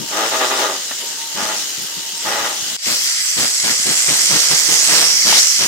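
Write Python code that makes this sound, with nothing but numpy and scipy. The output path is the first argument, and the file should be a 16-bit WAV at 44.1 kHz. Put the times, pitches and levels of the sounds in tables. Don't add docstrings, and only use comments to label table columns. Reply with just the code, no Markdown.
import sys
import numpy as np
from scipy import signal
from scipy.fft import rfft, irfft
from scipy.io import wavfile
from scipy.ndimage import uniform_filter1d

SR = 44100
rng = np.random.default_rng(int(sys.argv[2]) if len(sys.argv) > 2 else 0)


def output_pcm(signal):
    pcm = np.clip(np.atleast_2d(signal).T, -1, 1) * 32767
    wavfile.write(sys.argv[1], SR, np.round(pcm).astype(np.int16))


N = 250047
T = np.arange(N) / SR
HZ = np.fft.rfftfreq(N, 1 / SR)


def amp(db):
    return 10 ** (np.asarray(db) / 20)


def unit(x):
    return x / np.sqrt(np.mean(x ** 2) + 1e-20)


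def curve(rows, axis=1):
    rows = np.asarray(rows)
    return np.interp(T, rows[:, 0], rows[:, axis])


def across(points):
    hz, value = np.transpose(points)
    return np.interp(np.log(HZ + 1), np.log(hz + 1), value)


def wander(hz):
    spectrum = rfft(rng.standard_normal(N)) * np.exp(-(HZ / hz) ** 2)
    return unit(irfft(spectrum, N))


def colour(x, points, bumps=()):
    db = across(points)
    for hz, width, gain_db in bumps:
        db = db + gain_db / (1 + (2 * (HZ - hz) / width) ** 2)
    cepstrum = irfft(np.log(amp(np.maximum(db, -100))), N)
    causal = 2 * cepstrum * (np.arange(N) < N // 2)
    return irfft(rfft(x) * np.exp(rfft(causal)), N)


def resonate(x, hz, width):
    turn = np.exp(2j * np.pi * np.cumsum(hz) / SR)
    r = np.exp(-np.pi * width / SR)
    return 2 * (turn * signal.lfilter([1 - r], [1, -r], x / turn)).real


def ports(pair, like, lean, lead_ms):
    left, other = rfft(pair)
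    same = np.clip(across(like), 0, 1)
    tilt = amp(across(lean) / 2)
    right = same * left + np.sqrt(1 - same ** 2) * other
    right = right * np.exp(-2j * np.pi * HZ * lead_ms / 1000)
    out = irfft(np.array([left * tilt, right / tilt]), N)
    return out / np.sqrt(np.mean(out.mean(0) ** 2))


def shimmer(pair, patchy_db, wide, long):
    z = signal.stft(pair, nperseg=512, noverlap=384)[2]
    patches = rng.standard_normal(z.shape[1:])
    patches = uniform_filter1d(patches, wide, axis=0)
    patches = unit(uniform_filter1d(patches, long, axis=1))
    return signal.istft(z * amp(patchy_db * patches), nperseg=512, noverlap=384)[1][:, :N]


def swell(start, length, attack_s, release_s):
    rise = np.clip((T - start) / attack_s, 0, 1)
    return rise * np.exp(-np.maximum(T - start - length, 0) / release_s)


def swells(rows, attack_s, release_s):
    return np.max([amp(db) * swell(start, length, attack_s, release_s) for start, length, db in rows], axis=0)


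# (start [s], length [s], force [dB],
#                       speed the motor climbs towards [knocks/s], air puff level [dB])
BURSTS = [(0.1, 0.07, -25.5, 100.1, -47), (0.145, 0.11, -21.5, 111.9, -50), (0.3, 0.059, -21, 133.6, -53),
          (0.38, 0.066, -19, 127.1, -56), (0.482, 0.052, -20.5, 133.7, -52),
          (0.556, 0.1, -20.5, 122.3, -62), (0.663, 0.049, -24, 87.4, -53), (1.347, 0.11, -25, 104, -41),
          (1.46, 0.057, -24, 113.9, -49), (1.521, 0.06, -38, 105.2, -60), (2.239, 0.225, -22, 119.4, -47),
          (2.46, 0.056, -27, 121, -52), (2.602, 0.13, -56, 108.4, -67), (2.857, 0.07, -26.5, 123.6, -37),
          (3.362, 0.09, -24.5, 121.6, -35), (3.629, 0.085, -24, 120.5, -34.5),
          (3.853, 0.073, -27, 143.2, -30), (4.072, 0.055, -25, 153.1, -31.5),
          (4.294, 0.076, -24, 158.5, -32), (4.497, 0.038, -23, 156.7, -32),
          (4.681, 0.049, -25.5, 165, -35.5), (4.873, 0.17, -22.5, 159.1, -36.5),
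          (5.247, 0.064, -21, 115.1, -32.5), (5.318, 0.06, -24, 122.9, -48), (5.588, 0.07, -24, 121.7, -36)]
IDLE_HZ, LEAD_S, SPIN_UP_S, RUN_ON_S, COAST_S = 68.05, 0.035, 0.05, 0.055, 0.17


def motor_speed():
    speed = np.full(N, float(IDLE_HZ))
    for start, length, _, top_hz, _ in BURSTS:
        on, off = start - LEAD_S, start + length + RUN_ON_S
        t, before = T[T >= on], np.interp(on, T, speed)
        driven = top_hz + (before - top_hz) * np.exp(-(np.minimum(t, off) - on) / SPIN_UP_S)
        coast = np.exp(-np.maximum(t - off, 0) / COAST_S)
        speed[T >= on] = IDLE_HZ + (driven - IDLE_HZ) * coast
    return speed


def rotation(speed, waver=0.035):
    return np.cumsum(speed * (1 + waver * wander(30))) / SR


def with_speed(speed, db, db_per_octave):
    return amp(db + db_per_octave * np.log2(speed / 100))


def force(attack_s, release_s):
    return swells([row[:3] for row in BURSTS], attack_s, release_s)


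def chatter(turns, depth, decay, uneven, grain_db, per_s):
    after_knock = 1 + depth * np.exp(-(turns % 1) / decay)
    gate = after_knock * (1 + uneven * np.cos(np.pi * turns))
    size = amp(grain_db * np.minimum(rng.exponential(1, N), 4))
    size = size * (rng.random(N) < per_s / SR)
    burst = np.sqrt(signal.lfilter([1], [1, -np.exp(-1 / (SR * 0.0006))], size ** 2))
    return unit(gate * burst * rng.standard_normal((2, N)))


def breeze(db=-69):
    low_colour = [(20, -6), (100, 3), (200, -10), (3000, -62)]
    return amp(db) * unit(colour(rng.standard_normal((2, N)), low_colour))


# (frequency [Hz], relative level [dB])
PUFF_COLOUR = [(25, -18), (70, -31), (100, -9), (135, -7.5), (230, -1), (350, -0.5), (600, -10),
               (1500, -38), (4000, -59)]
# (start [s], length [s], level [dB])
STRAY_PUFFS = [(-0.02, 0.066, -33), (1.769, 0.076, -42), (1.963, 0.035, -40.5), (2.119, 0.035, -54),
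               (2.59, 0.045, -47), (2.705, 0.027, -42), (3.786, 0.02, -46)]


def air(turns, lumps_db=2, pulsed=0.15, draught_db=-61):
    lumps = unit(colour(rng.standard_normal((2, N)), PUFF_COLOUR))
    strokes = np.sin(2 * np.pi * turns) + amp(-3) * np.sin(4 * np.pi * turns)
    throb = unit(colour(strokes, PUFF_COLOUR)) * np.array([[1], [0]])
    puffs = np.sqrt(1 - pulsed) * lumps + np.sqrt(pulsed) * throb
    puffs = puffs * amp(lumps_db * wander(79))
    pair = ports(puffs, [(50, 0.59), (500, 0.95)], [(50, 8.4), (150, 35.4), (500, 19.8)], lead_ms=0)
    gusts = [(start, length, db) for start, length, _, _, db in BURSTS] + STRAY_PUFFS
    return pair * (swells(gusts, attack_s=0.0086, release_s=0.011) + amp(draught_db))


# (start [s], length [s], level [dB], first pitch [Hz])
NOTES = [(0.01, 0.09, -43, 922), (1.0, 0.12, -45, 935), (1.17, 0.16, -42, 918), (1.91, 0.15, -47, 928),
         (2.12, 0.084, -44, 928)]
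NOTE_SAG_HZ_PER_S = 75


def coasting_notes(waver=0.0069, flutter_db=2):
    out, drift, flutter = np.zeros(N), wander(60.2), wander(30)
    for start, length, db, first_hz in NOTES:
        hz = (first_hz - NOTE_SAG_HZ_PER_S * (T - start)) * (1 + waver * drift)
        level = amp(db + flutter_db * flutter) * swell(start, length, attack_s=0.02, release_s=0.017)
        out += level * unit(np.sin(2 * np.pi * np.cumsum(hz) / SR))
    return out


# (start [s], end [s], first pitch [Hz], pitch nearly reached at the end [Hz], peak [dB])
WHISTLES = [(0.92, 1.03, 15600, 14100, -49), (1.6, 1.7, 15600, 14400, -50), (2.165, 2.195, 8650, 8450, -30),
            (2.19, 2.24, 7450, 7750, -29), (3.14, 3.32, 15400, 12900, -48), (3.23, 3.33, 15700, 14600, -41),
            (3.94, 4.06, 12100, 13800, -41), (4.14, 4.28, 12600, 14000, -38),
            (4.36, 4.5, 12200, 13800, -35), (4.54, 4.68, 13000, 14250, -35),
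            (4.73, 4.89, 13400, 14450, -37)]


def whistles(waver=0.006):
    out, quiver = np.zeros(N), wander(300)
    for start, end, from_hz, to_hz, db in WHISTLES:
        span = (T > start) & (T < end)
        u = (T[span] - start) / (end - start)
        glide = from_hz + (to_hz - from_hz) * u * (1.3 - 0.33 * u)
        hz = glide * (1 + waver * quiver[span])
        arch = 2 * np.sqrt(u * (1 - u))
        out[span] += amp(db) * arch * np.sin(2 * np.pi * np.cumsum(hz) / SR)
    return out


# (time [s], level [dB], centre [Hz], bandwidth as a standard deviation [octaves], t60 [s])
KNOCKS = [(0.911, -18.5, 900, 1.1, 0.04), (1.02, -35, 408, 0.45, 0.25), (5.3255, -6, 800, 0.95, 0.024)]


def knocks():
    out, t = np.zeros((2, N)), T[:SR // 4]
    octave = np.log2(np.fft.rfftfreq(len(t), 1 / SR) + 1)
    for s, db, hz, width, t60 in KNOCKS:
        bell = np.exp(-((octave - np.log2(hz)) / width) ** 2 / 2)
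        band = irfft(rfft(rng.standard_normal(len(t))) * bell, len(t))
        fade = amp(db - 60 * t / t60) * (1 - np.exp(-t / 0.0013))
        knock = unit(band * fade) * np.sqrt(np.mean(fade ** 2))
        part = out[:, round(s * SR):][:, :len(t)]
        part += knock[:part.shape[1]]
    return out


# (time [s], resonance [Hz], level [dB])
SKID = [(5.29, 2802, -29), (5.33, 3055, -16.5), (5.36, 3496, -20), (5.39, 4150, -13), (5.42, 5630, -34),
        (5.45, 5990, -60)]


def skid(width_hz=1100):
    scrape = rng.standard_normal((2, N))
    for _ in range(2):
        scrape = resonate(scrape, curve(SKID), width_hz)
    during = (T > SKID[0][0]) & (T < SKID[-1][0])
    return unit(scrape) * amp(curve(SKID, axis=2)) * during


# (start [s], length [s], level [dB])
SPRAYS = [(1.81, 0.027, -31), (2.68, 0.061, -46), (2.87, 0.19, -29.5)]
# (time [s], hiss level at 100 knocks/s [dB], added left minus right [dB])
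NEARNESS = [(2.9, -20, 1), (3.25, -20, -1.5), (3.75, -19, -1.3), (4.2, -16, -2.5), (4.65, -16, -5),
            (4.97, -14.5, -4), (5.2, -16.5, -3.5), (5.39, -12.5, -0.5), (5.48, -16, -4),
            (5.67, -17.5, -2.5)]


def fizz(turns, speed, near, near_db=-15, crushed_db=-7.0):
    sparks = chatter(turns, depth=0.36, decay=0.38, uneven=0.06, grain_db=4.0, per_s=9500)
    sparks = shimmer(sparks, patchy_db=3, wide=6, long=16)
    bright = unit(colour(sparks, [(3000, -66), (8000, -3), (9500, 4.5), (11000, 1.5), (12700, 6), (15800, -5)]))
    mellow = unit(colour(sparks, [(3000, -75), (8000, 2.5), (9800, 3.0), (12500, 1), (15800, -5.5)]))
    pair = ports((1 - near) * bright + near * mellow, [(9000, 0.3)], [(9000, -3.0)], lead_ms=0.133)
    afar = with_speed(speed, db=-37.5, db_per_octave=5)
    crushed = amp(crushed_db) * force(attack_s=0.021, release_s=0.042)
    close = np.hypot(amp(curve(NEARNESS) + near_db), crushed)
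    sprays = swells(SPRAYS, attack_s=0.015, release_s=0.027)
    return pair * np.hypot((1 - near) * afar + near * close, sprays)


# (frequency [Hz], relative level per Hz [dB])
HISS_FAR = [(60, -60), (110, -24.5), (330, -15), (600, -17.5), (1100, -17), (1500, -14), (2400, -12),
            (2900, -5), (3700, -8), (5500, -2.5), (7200, -1.5), (8100, -0.5), (10500, -22), (15800, -22.5)]
# (frequency [Hz], width [Hz], gain over the broad colour [dB])
HOUSING = [(1550, 67, 6), (1930, 240, 4.5), (2956, 72, 5), (3280, 280, 2), (3700, 300, 2.5), (4030, 70, 7),
           (4780, 650, 2), (6800, 450, 1.5), (8040, 980, -7.5)]
# (frequency [Hz], likeness [0-1])
LIKE_FAR = [(130, 1), (300, 0.95), (800, 0.83), (1400, 0.44), (3000, 0.047), (12000, 0)]
# (frequency [Hz], left minus right [dB])
LEAN_FAR = [(200, 0), (700, 1.5), (1300, 1.5), (4400, 2.5), (15000, -3.5)]


def gears_far(turns, speed, flutter_db=0.6):
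    drive = chatter(turns, depth=0.4, decay=0.63, uneven=0.043, grain_db=1.5, per_s=16000)
    drive = shimmer(drive, patchy_db=1.5, wide=5, long=14)
    level = with_speed(speed, db=-25.5, db_per_octave=5.0) * amp(flutter_db * wander(9.9))
    return ports(colour(drive, HISS_FAR, HOUSING), LIKE_FAR, LEAN_FAR, lead_ms=0) * level


# (frequency [Hz], relative level per Hz [dB])
HISS_NEAR = [(88, -53), (150, -23), (450, -20.5), (900, -21), (1300, -12.5), (2000, -9.5), (3000, -6),
             (4200, -2), (5500, -2.5), (7000, -2), (8200, -6.5), (9000, -7), (12000, -13.5), (15800, -41)]
# (frequency [Hz], width [Hz], gain over the broad colour [dB])
CHISEL = [(2046, 410, 6.5), (3113, 400, 2), (3736, 284, -5), (4201, 250, -1), (4820, 460, 3),
          (7710, 340, 4.5)]
# (time [s], frequency [Hz])
BRIGHTEST = [(2.9, 5300), (3.25, 5536), (3.5, 6408), (4.05, 6908), (4.45, 5702), (4.8, 6300), (5.0, 5477),
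             (5.4, 5868), (5.67, 5855)]
# (upright [Hz], leaning [Hz], width of each of two filter passes [Hz])
RINGS = [(5370, 5500, 1100), (7460, 8220, 590)]
# (time [s], lower ring [dB], upper ring [dB])
LEANING = [(2.8, -15, -5), (3.0, -7, -11), (3.25, -19, -7), (3.7, -6, -9), (4.1, -12, -7.5), (4.5, -9, -13),
           (4.88, -16, -10), (5.08, 1, -11), (5.36, -5, -40), (5.67, -7, -14)]
LEAN_FROM_S, LEAN_TO_S = 2.92, 4.15


def gears_near(turns, speed, flutter_db=0.24):
    drive = chatter(turns, depth=0.25, decay=0.96, uneven=0.014, grain_db=2.0, per_s=6300)
    drive = shimmer(drive, patchy_db=1.52, wide=8, long=26)
    hiss = colour(drive, HISS_NEAR, CHISEL)
    hiss = unit(hiss + amp(1) * resonate(hiss, curve(BRIGHTEST), 1900))
    power = 1
    for k, (upright_hz, leaning_hz, width) in enumerate(RINGS):
        ring = chatter(turns, depth=0.96, decay=0.44, uneven=0.05, grain_db=5.0, per_s=16000)
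        centre = np.interp(T, [LEAN_FROM_S, LEAN_TO_S], [upright_hz, leaning_hz])
        for _ in range(2):
            ring = resonate(ring, centre, width)
        strength = amp(curve(LEANING, axis=k + 1))
        hiss = hiss + strength * unit(ring)
        power = power + strength ** 2
    hiss = hiss / np.sqrt(power)
    like = [(300, 0.67), (1500, 0.31), (3000, 0.46), (6000, 0.15), (12000, 0.067)]
    lean = [(500, -3.0), (2000, 6.5), (4000, 2.0), (7000, -1.5), (14000, 0.5)]
    pair = ports(hiss, like, lean, lead_ms=0.14)
    swing = amp(curve(NEARNESS, axis=2) * np.array([[0.5], [-0.5]]))
    level = with_speed(speed, curve(NEARNESS), db_per_octave=0.5) * amp(flutter_db * wander(25))
    return pair * swing / swing.mean(0) * level


def blows(turns, rough, jitter, spread_db, ring_s):
    at = np.diff(np.floor(turns + jitter * wander(200)), prepend=0) > 0
    hits = at * amp(spread_db * rng.standard_normal(N))
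    t = T[:SR // 20]
    ring = rng.standard_normal((2, len(t))) * amp(-60 * t / ring_s)
    spectrum = rfft(ring)
    ring = irfft(spectrum / abs(spectrum), len(t))
    steel = unit(signal.oaconvolve(hits[None], ring, axes=1)[:, :N])
    crunch = chatter(turns, depth=0.41, decay=0.098, uneven=0.08, grain_db=1.5, per_s=2500)
    return np.sqrt(1 - rough) * steel + np.sqrt(rough) * crunch


# (frequency [Hz], relative level per Hz [dB])
STRIKE_FAR = [(80, -31), (170, -23.5), (320, -1.5), (600, -4.5), (850, -5), (1150, -4), (1600, -2),
              (2000, -7), (2500, -6), (3800, -4), (5500, -36), (9000, -35), (15000, -23)]
# (frequency [Hz], width [Hz], gain over the broad colour [dB])
STRUCK = [(416, 67, 4.5), (504, 21, 6), (565, 27, 7.5), (640, 44, 9.5), (777, 18, 10), (857, 52, 10.5),
          (980, 130, 1), (1176, 80, 9.5), (1250, 42, 12.5), (1410, 50, 8), (1707, 51, 3), (1956, 80, 9.5)]


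def hammer_far(turns, idle_db=-45):
    drive = blows(turns, rough=0.4, jitter=0.02, spread_db=-0.5, ring_s=0.039)
    drive = colour(drive, STRIKE_FAR, STRUCK)
    raised = np.interp(T, [0.8, 1.3], [0, 1])
    thin_colour = [(200, -2.5), (420, -6.5), (850, 0), (1200, -3.0), (1900, 1.5), (3000, -3.5)]
    thin = irfft(rfft(drive) * amp(across(thin_colour)), N)
    pair = ports((1 - raised) * drive + raised * thin, LIKE_FAR, LEAN_FAR, lead_ms=0)
    return pair * np.hypot(force(attack_s=0.034, release_s=0.046), amp(idle_db))


# (frequency [Hz], relative level per Hz [dB])
STRIKE_NEAR = [(100, -21), (250, -7), (600, -2), (1300, -2.5), (2200, -0.5), (3400, 0.5), (5000, 1),
               (8000, -19), (15000, -27)]
# (frequency [Hz], likeness [0-1])
LIKE_NEAR = [(300, 0.27), (1400, 0.53), (4000, 0.25)]
# (frequency [Hz], left minus right [dB])
LEAN_NEAR = [(300, 6.6), (700, 8.5), (2400, 1.8), (8000, 1)]


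def hammer_near(turns, speed):
    drive = blows(turns, rough=0.69, jitter=0.02, spread_db=-0.5, ring_s=0.0087)
    pair = ports(colour(drive, STRIKE_NEAR), LIKE_NEAR, LEAN_NEAR, lead_ms=0.13)
    idling = with_speed(speed, db=-43.0, db_per_octave=21)
    return pair * np.hypot(force(attack_s=0.018, release_s=0.027), idling)


MOVE_S, DIP_DB, DIP_S = 2.766, -19, 0.1


def scene():
    speed = motor_speed()
    turns = rotation(speed)
    near = np.clip((T - MOVE_S) / 0.002, 0, 1)
    dip = amp(DIP_DB * near * np.clip(1 - (T - MOVE_S) / DIP_S, 0, 1))
    far_sound = gears_far(turns, speed) + hammer_far(turns)
    near_sound = gears_near(turns, speed) + hammer_near(turns, speed) + skid()
    drill = (1 - near) * far_sound + near * near_sound
    drill = drill + fizz(turns, speed, near) + coasting_notes() + whistles() + knocks()
    return dip * (drill + air(turns) + breeze())


EDGE_HZ = 15850


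def record(dry):
    rounded = dry / (1 + dry ** 6) ** (1 / 6)
    lowpass = signal.firwin(611, EDGE_HZ, window=("kaiser", 8), fs=SR)
    return signal.oaconvolve(rounded, lowpass[None], "same")


dry = scene()
out = record(dry)
output_pcm(out)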